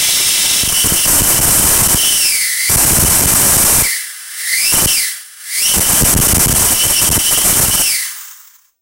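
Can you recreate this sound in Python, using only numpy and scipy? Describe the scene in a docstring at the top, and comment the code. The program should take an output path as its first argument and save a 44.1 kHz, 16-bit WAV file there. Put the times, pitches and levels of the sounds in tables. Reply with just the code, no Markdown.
"""A hand-held high-voltage electrode near the glass of a picture tube, indoors, by a mono microphone.
First a ragged corona rasps at the tip. From 0.6 s an arc strikes on and off: a loud rushing hiss, with
thumps and dropouts as its field overloads the microphone. Near 2.5 s and from 3.8 to 5.7 s the tip is
drawn back and brought in: the corona's tiny pulses whistle, lower as the gap widens, higher as it closes.
At 7.8 s the tip leaves for good; the corona and a thin leakage fizz run down and stop near 8.7 s."""
import sys
import numpy as np
from scipy import signal
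from scipy.fft import rfft, irfft, next_fast_len
from scipy.io import wavfile
from scipy.ndimage import uniform_filter1d, map_coordinates

SR = 44100
rng = np.random.default_rng(int(sys.argv[2]) if len(sys.argv) > 2 else 0)


def file_out(sig):
    """Save sig as 16-bit WAV at sys.argv[1]."""
    # one column per channel
    cols = np.atleast_2d(sig).T
    # limit, then scale
    lim = np.clip(cols, -1, 1)
    pcm = np.round(lim * 32767).astype(np.int16)
    wavfile.write(sys.argv[1], SR, pcm)


N = 388521


def arc(level_db, sparks_per_s=14000, flutter_db=3.0):
    """The burning channel: a dense, irregular crowd of sparks, flickering as it writhes."""
    # arc spectrum: freq_hz, level_db
    arc_spectrum = [(30, -0.5), (150, -3.5), (500, -5), (1200, -5.5), (2200, -9.5), (3500, -16.5),
                    (4500, -11), (5600, -5), (6900, -4.5), (8000, -0.5), (9000, 0.5), (10500, -2.5),
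                    (12500, -3.5), (15700, -9)]
    sparks = (rng.random(N) < sparks_per_s / SR) * rng.standard_normal(N)
    return amp(level_db + flutter_db * wobble(110)) * coloured(sparks, arc_spectrum)


def burning(strike_s=.01, quench_db_per_s=376.5):
    """Arc envelope in dB: each burn lights at once, holds and is quenched."""
    # arc burns: strike_s, out_s, level_db
    burns = [(.63, 0.683, -15), (0.721, 0.736, -18), (0.848, 0.881, -12.5), (0.912, 0.969, -15.5),
             (1.052, 1.96, -9), (2.695, 3.796, -4.5), (4.72, 4.797, -10.5), (4.819, 4.837, -13),
             (5.735, 6.57, -7.5), (6.59, 6.729, -9.5), (6.829, 6.91, -10), (6.996, 7.18, -10.5),
             (7.31, 7.815, -10.5)]
    t = seconds()
    gain = 0
    for start_s, out_s, level_db in burns:
        lit = np.clip((t - start_s) / strike_s + .5, 0, 1)
        gain = gain + lit * amp(level_db - quench_db_per_s * np.maximum(t - out_s, 0))
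    return 20 * np.log10(gain + 1e-6)


def jumps(arc_db, spacing_s=.0112, hops_per_s=7, hop_above_db=-11, hop_db=-6.0, hop_drop_db=8.0):
    """The arc jumps to new roots in fits, and hops at random while strong: (time_s, thump_db, drop_db)."""
    # fits of sputtering: start_s, jump_count, thump_db, dropout_db
    fits = [(.636, 1, -8, 6), (.677, 1, -10.5, 9), (.845, 1, -9, 1), (.923, 1, -2.5, 2.5),
            (1.2, 2, -11.5, 2.5), (1.392, 2, -6.5, 10.5), (1.642, 1, -5, 11), (1.779, 1, -11.5, 16.5),
            (1.876, 1, -9, 12), (2.76, 1, -2.5, 26), (2.911, 3, -5.5, 9.5), (2.988, 1, -1, 10),
            (3.027, 3, -3, 10), (3.259, 1, -1, 15), (3.641, 1, -5.5, 14.5), (4.86, 1, -2.5, 18),
            (5.785, 2, -6, 19.5), (6.025, 2, 2, 13.5), (6.141, 2, -4.5, 32.5), (6.163, 1, 6, 1.5),
            (6.191, 2, -0.5, 15.5), (6.335, 1, 1.5, 33.5), (6.372, 2, 0, 22), (6.461, 2, -3, 29.5),
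            (6.497, 1, 0.5, 13), (6.529, 2, -5, 13), (7.092, 2, -9, 33)]
    leaps = [(start_s + k * spacing_s, thump_db, drop_db)
             for start_s, count, thump_db, drop_db in fits for k in range(round(count))]
    hopping = (rng.random(N) < hops_per_s / SR) & (arc_db > hop_above_db)
    size_db = 2.5 * rng.standard_normal(N)
    hops = [(i / SR, hop_db + size_db[i], hop_drop_db * amp(size_db[i])) for i in np.flatnonzero(hopping)]
    return np.transpose(leaps + hops)


def overload(arc_db, twitches_per_s=105, full_arc_db=-10.0, thump_s=.0008, low_cut_hz=48, drop_s=.0025):
    """At each jump or twitch the arc's field overloads the microphone: a low thump, a brief dropout."""
    time_s, thump_db, drop_db = jumps(arc_db)
    kicks = spikes(time_s - thump_s, amp(thump_db)) * rng.choice([-1, 1], N)
    # twitches grow with the power in the channel
    twitch_db = -13.5 + 1.9 * np.minimum(arc_db - full_arc_db, 0)
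    sizes = 2 * rng.choice([-1, 1], N) * rng.random(N) * amp(twitch_db)
    twitches = (rng.random(N) < twitches_per_s / SR) * sizes
    thump_age = np.arange(SR // 100) / SR / thump_s
    thumps = signal.fftconvolve(kicks + twitches, thump_age * np.exp(1 - thump_age))[:N]
    # each thump swings back
    thumps = signal.sosfilt(signal.butter(2, low_cut_hz, "high", fs=SR, output="sos"), thumps)
    drop_age = np.arange(SR // 30) / SR / drop_s
    drop_shape = drop_age * np.exp((1 - drop_age) / 2 - drop_age ** 2 / 10)  # falls fast, recovers slower
    dropouts_db = spikes(time_s, np.abs(drop_db)) + np.roll(11 * np.abs(twitches), SR // 500)
    return thumps, amp(-signal.fftconvolve(dropouts_db, drop_shape)[:N])


def corona(level_db, rate_hz, scatter, whistle_db, jitter_s=.00002, flutter_db=.8):
    """Each pulse waits for the last one's ions to clear: a nearly regular train, a breathy whistle."""
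    # corona spectrum: freq_hz, level_db
    corona_spectrum = [(60, -27), (450, -12), (650, -2.5), (880, -6.5), (1250, 3), (1750, 6), (3000, 1.5),
                       (3800, -1), (5200, 4.5), (6300, 5), (8700, 8), (10700, 8.5), (12000, -1.5),
                       (14200, -3), (15600, 5)]
    rate_hz = rate_hz * np.exp(.02 * wobble(90))
    cycles = np.cumsum(rate_hz) / SR
    wait_draw, size_draw, jitter_draw = rng.standard_normal((int(cycles[-1]), 3)).T
    spread = np.interp(np.arange(len(wait_draw)), cycles, scatter)
    waits = np.exp(spread * wait_draw - spread ** 2 / 2)
    times_s = np.interp(np.cumsum(waits), cycles, seconds(), right=2 * N / SR)
    times_s += jitter_s * jitter_draw  # blurs the overtones
    train = spikes(times_s, np.exp(.045 * size_draw)) - rate_hz / SR
    train = filtered(train, lambda hz: np.exp(-1j * np.pi * hz ** 2 / 12e6))  # smears pulses over ~1 ms
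    hiss = coloured(train / np.sqrt(rate_hz), corona_spectrum)
    hiss += ion_clouds(cycles, rate_hz, scatter, whistle_db)
    # stronger pulses last longer and so carry less treble
    treble = filtered(hiss, lambda hz: hz ** 4 / (hz ** 4 + 7500 ** 4))
    treble_db = -.042 * (np.maximum(level_db, -30) + 21)
    hiss += treble * (amp(treble_db) - 1)
    return amp(level_db + flutter_db * wobble(70)) * hiss


def ion_clouds(cycles, rate_hz, scatter, whistle_db, ring_hz=5300, ring_width_hz=1000, ring_pull=.42):
    """Drifting ion clouds swell and shrink raggedly near the pulse rate and its octave."""
    def ragged(turns, knots_per_s):
        envelope = wobble(knots_per_s) + 1j * wobble(knots_per_s)
        return unit(np.real(envelope * np.exp(2j * np.pi * turns)))

    regularity = np.minimum(.11 / np.abs(scatter), 1) ** 1.5
    flicker = amp(3 * wobble(45))
    squeal = amp(whistle_db - 14) * ragged(.97 * cycles, 480)
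    # the octave stands out only near a resonance, which draws it towards itself
    octave_cycles = 2 * cycles + ring_pull * (ring_hz * seconds() - 2 * cycles)
    octave_gain = amp(-9) / (1 + (2 * (2 * rate_hz - ring_hz) / ring_width_hz) ** 2) ** .4
    return regularity * flicker * (squeal + octave_gain * ragged(octave_cycles, 880))


def hand_pulls():
    """The hand eases the tip out and back, staying away the last time: (widening, whistle_db)."""
    # pulls: leave_s, farthest_s, back_s, widening_in_working_gaps, ease_exponent, extra_whistle_db
    pulls = [(2.1, 2.56, 2.92, 0.5, 1.88, 0), (3.62, 4.202, 4.81, .92, 1.6, 5),
             (4.9, 5.325, 5.68, 1.125, 1.25, -8), (7.789, 8.389, 19.7, 1.25, 1.3, -1.5)]
    widening, whistle_db = 0, 0
    for leave_s, farthest_s, back_s, width, ease, extra_db in pulls:
        away = np.sin(np.pi / 2 * np.interp(seconds(), [leave_s, farthest_s, back_s], [0, 1, 0]))
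        widening = widening + width * away ** ease
        whistle_db = whistle_db + extra_db * np.sqrt(away)
    return widening, whistle_db


def gap_response(widening):
    """A wider gap slows and weakens the corona: (rate_hz, level_db, scatter, stray_db)."""
    # corona by gap: widening_in_working_gaps, rate_hz, level_db, interval_scatter, stray_sparks_db
    corona_by_gap = [(0, 3009, -10, .115, -23), (.1, 2784, -10, .07, -31), (.27, 2381, -12, .06, -32),
                     (.43, 2101, -13, .08, -41), (.66, 1980, -18.5, .125, -62),
                     (.87, 1763, -26, .23, -62.5), (1.25, 1301, -40.5, .28, -64)]
    widths, *columns = np.transpose(corona_by_gap)
    return [np.interp(widening, widths, column) for column in columns]


def rasp(sparks_per_s=6000, level_db=-15):
    """Uneven small sparks roughen the corona before the first arc."""
    # rasp spectrum: freq_hz, level_db
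    rasp_spectrum = [(200, -42), (1600, -24.5), (2100, -5.5), (2750, -2), (3300, -7.5), (3800, -2),
                     (4500, -9.5), (5400, 0.5), (7500, -3.5), (15000, -24)]
    sparks = (rng.random(N) < sparks_per_s / SR) * rng.choice([-1, 1], N)
    return amp(level_db) * coloured(sparks, rasp_spectrum)


def leak(start_s=7.85, rise_s=.2, level_db=-27, flutter_db=3.0):
    """Leakage lingers as a thin fizz at the withdrawn tip."""
    # leakage spectrum: freq_hz, level_db
    leak_spectrum = [(500, -40), (1100, -2.5), (3000, -11.5), (4500, -13.5), (6800, 5), (8000, -2),
                     (9800, -19), (12500, -11), (15300, 4)]
    rise = np.clip((seconds() - start_s) / rise_s, 0, 1)
    gain = rise * amp(level_db + run_down() + flutter_db * wobble(90))
    return gain * coloured(rng.standard_normal(N), leak_spectrum)


def run_down(slide_s=8.27, slide_db_per_s=57.5, stop_s=8.69, stop_db_per_s=450):
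    """The discharge's final fade in dB: a steady slide, then a quick stop."""
    t = seconds()
    return -slide_db_per_s * np.maximum(t - slide_s, 0) - stop_db_per_s * np.maximum(t - stop_s, 0)


def surroundings(x, notch_share, room_db, echo_s=.002985):
    """Close surfaces comb the hiss and cancel narrow bands; the room adds a short tail."""
    # close echo: freq_hz, reflected_share
    echo_shares = [(1500, .04), (2100, .25), (2500, .6), (3550, .68), (3850, .55), (4200, .3), (5200, .1),
                   (15000, .07)]
    # bands cancelled by reflections from glass and bench: centre_hz, width_hz, depth_db
    notches = [(2494, 145, 9), (5910, 140, 7), (6940, 550, 6), (7960, 120, 11.5), (9250, 120, 11),
               (10060, 110, 9)]
    # room decay: freq_hz, t60_s
    room_decay = [(200, 0.078), (3000, 0.46), (15000, 0.45)]

    def reflections(hz):
        comb = 1 + np.clip(along(echo_shares, hz), 0, 1) * np.exp(-2j * np.pi * hz * echo_s)
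        notch_db = sum(depth * np.exp(-((hz - centre) / width) ** 2) for centre, width, depth in notches)
        return comb * amp(-notch_share * notch_db)

    band_hz, t, noise = signal.stft(rng.standard_normal(SR // 3), SR, nperseg=256)
    decay = amp(-60 * t / along(room_decay, band_hz)[:, None])
    tail = signal.istft(noise * decay, SR, nperseg=256)[1]
    wet = signal.fftconvolve(x, tail / np.linalg.norm(tail))[:N]
    return filtered(x + amp(room_db) * wet, reflections)


def room_tone(level_db=-81):
    """Faint, low background noise."""
    # room noise spectrum: freq_hz, level_db
    room_spectrum = [(25, 0), (150, -18), (700, -13), (2000, -38), (15000, -41)]
    return amp(level_db) * coloured(rng.standard_normal(N), room_spectrum)


def seconds():
    """Time of each sample."""
    return np.arange(N) / SR


def amp(db):
    """Decibels to gain."""
    return 10 ** (np.asarray(db) / 20)


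def unit(x):
    """Scale to rms 1."""
    return x / np.sqrt(np.mean(x ** 2) + 1e-20)


def along(points, hz):
    """Interpolate (freq_hz, value) points on a log axis."""
    freq_hz, values = np.transpose(points)
    return np.interp(np.log(hz + 1), np.log(freq_hz + 1), values)


def wobble(knots_per_s):
    """A smooth random curve."""
    knots = rng.standard_normal(int(N * knots_per_s / SR) + 4)
    return map_coordinates(knots, [np.arange(N) * knots_per_s / SR])


def filtered(x, response):
    """x through a complex frequency response."""
    size = next_fast_len(N + SR // 2)
    return irfft(rfft(x, size) * response(np.fft.rfftfreq(size, 1 / SR)), size)[:N]


def coloured(x, spectrum):
    """x through a spectrum, at rms 1."""
    return unit(filtered(x, lambda hz: amp(along(spectrum, hz))))


def spikes(times_s, sizes):
    """Single-sample pulses."""
    return np.bincount(np.clip(np.round(times_s * SR).astype(int), 0, N), sizes, N + 1)[:N]


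def scene(cold_until_s=.6, cold_fade_s=.1, cold_hz=3394, cold_scatter=.22, starve_above_db=-13.5):
    """Arc and corona share one current in the room; both channels are the same."""
    widening, whistle_db = hand_pulls()
    rate_hz, corona_db, scatter, stray_db = gap_response(widening)
    # cold: before the first arc the corona is faster, weaker and ragged
    cold = np.clip((cold_until_s - seconds()) / cold_fade_s + 1, 0, 1)
    rate_hz = (rate_hz + cold * (cold_hz - rate_hz)) * np.exp(.015 * wobble(12))  # tremor
    scatter = scatter + cold * (cold_scatter - scatter)
    burn_db = burning() + 1.47 * wobble(6.3)  # the channel writhes
    # a strong arc robs the corona of current
    starved_db = .89 * 20 * np.log10(1 + amp(burn_db - starve_above_db))
    corona_db = corona_db - 3.5 * cold + run_down() - starved_db
    # at about equal strength the two take turns in short bursts
    contest = 1 / np.cosh((burn_db - corona_db) / 10)
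    turn = .92 * contest * np.tanh(3 * wobble(50))
    arc_db = np.maximum(burn_db + 10 * np.log10(1 + turn), stray_db + run_down())
    corona_db += 10 * np.log10(1 - turn)
    at_tip = corona(corona_db, rate_hz, scatter, whistle_db) + cold * rasp() + leak()
    hiss = surroundings(arc(arc_db + 2.5), notch_share=.031, room_db=-12)
    hiss += surroundings(at_tip, notch_share=.96, room_db=-7.5)
    thumps, hiss_gain = overload(arc_db)
    mono = hiss * hiss_gain + thumps + room_tone()
    return np.array([mono, mono])


def record(dry, limit_db=-6.0, ceiling=.74, hardness=4, top_hz=15800):
    """Fast limiter, soft clipper, then a sharp band limit."""
    power = np.abs(uniform_filter1d(dry ** 2, size=220, axis=1))
    held = dry / (1 + (power / amp(limit_db) ** 2) ** 3) ** (1 / 6)
    rounded = held / (1 + np.abs(held / ceiling) ** hardness) ** (1 / hardness)
    return np.array([filtered(side, lambda hz: hz < top_hz) for side in rounded])


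dry = scene()
out = record(dry)
file_out(out)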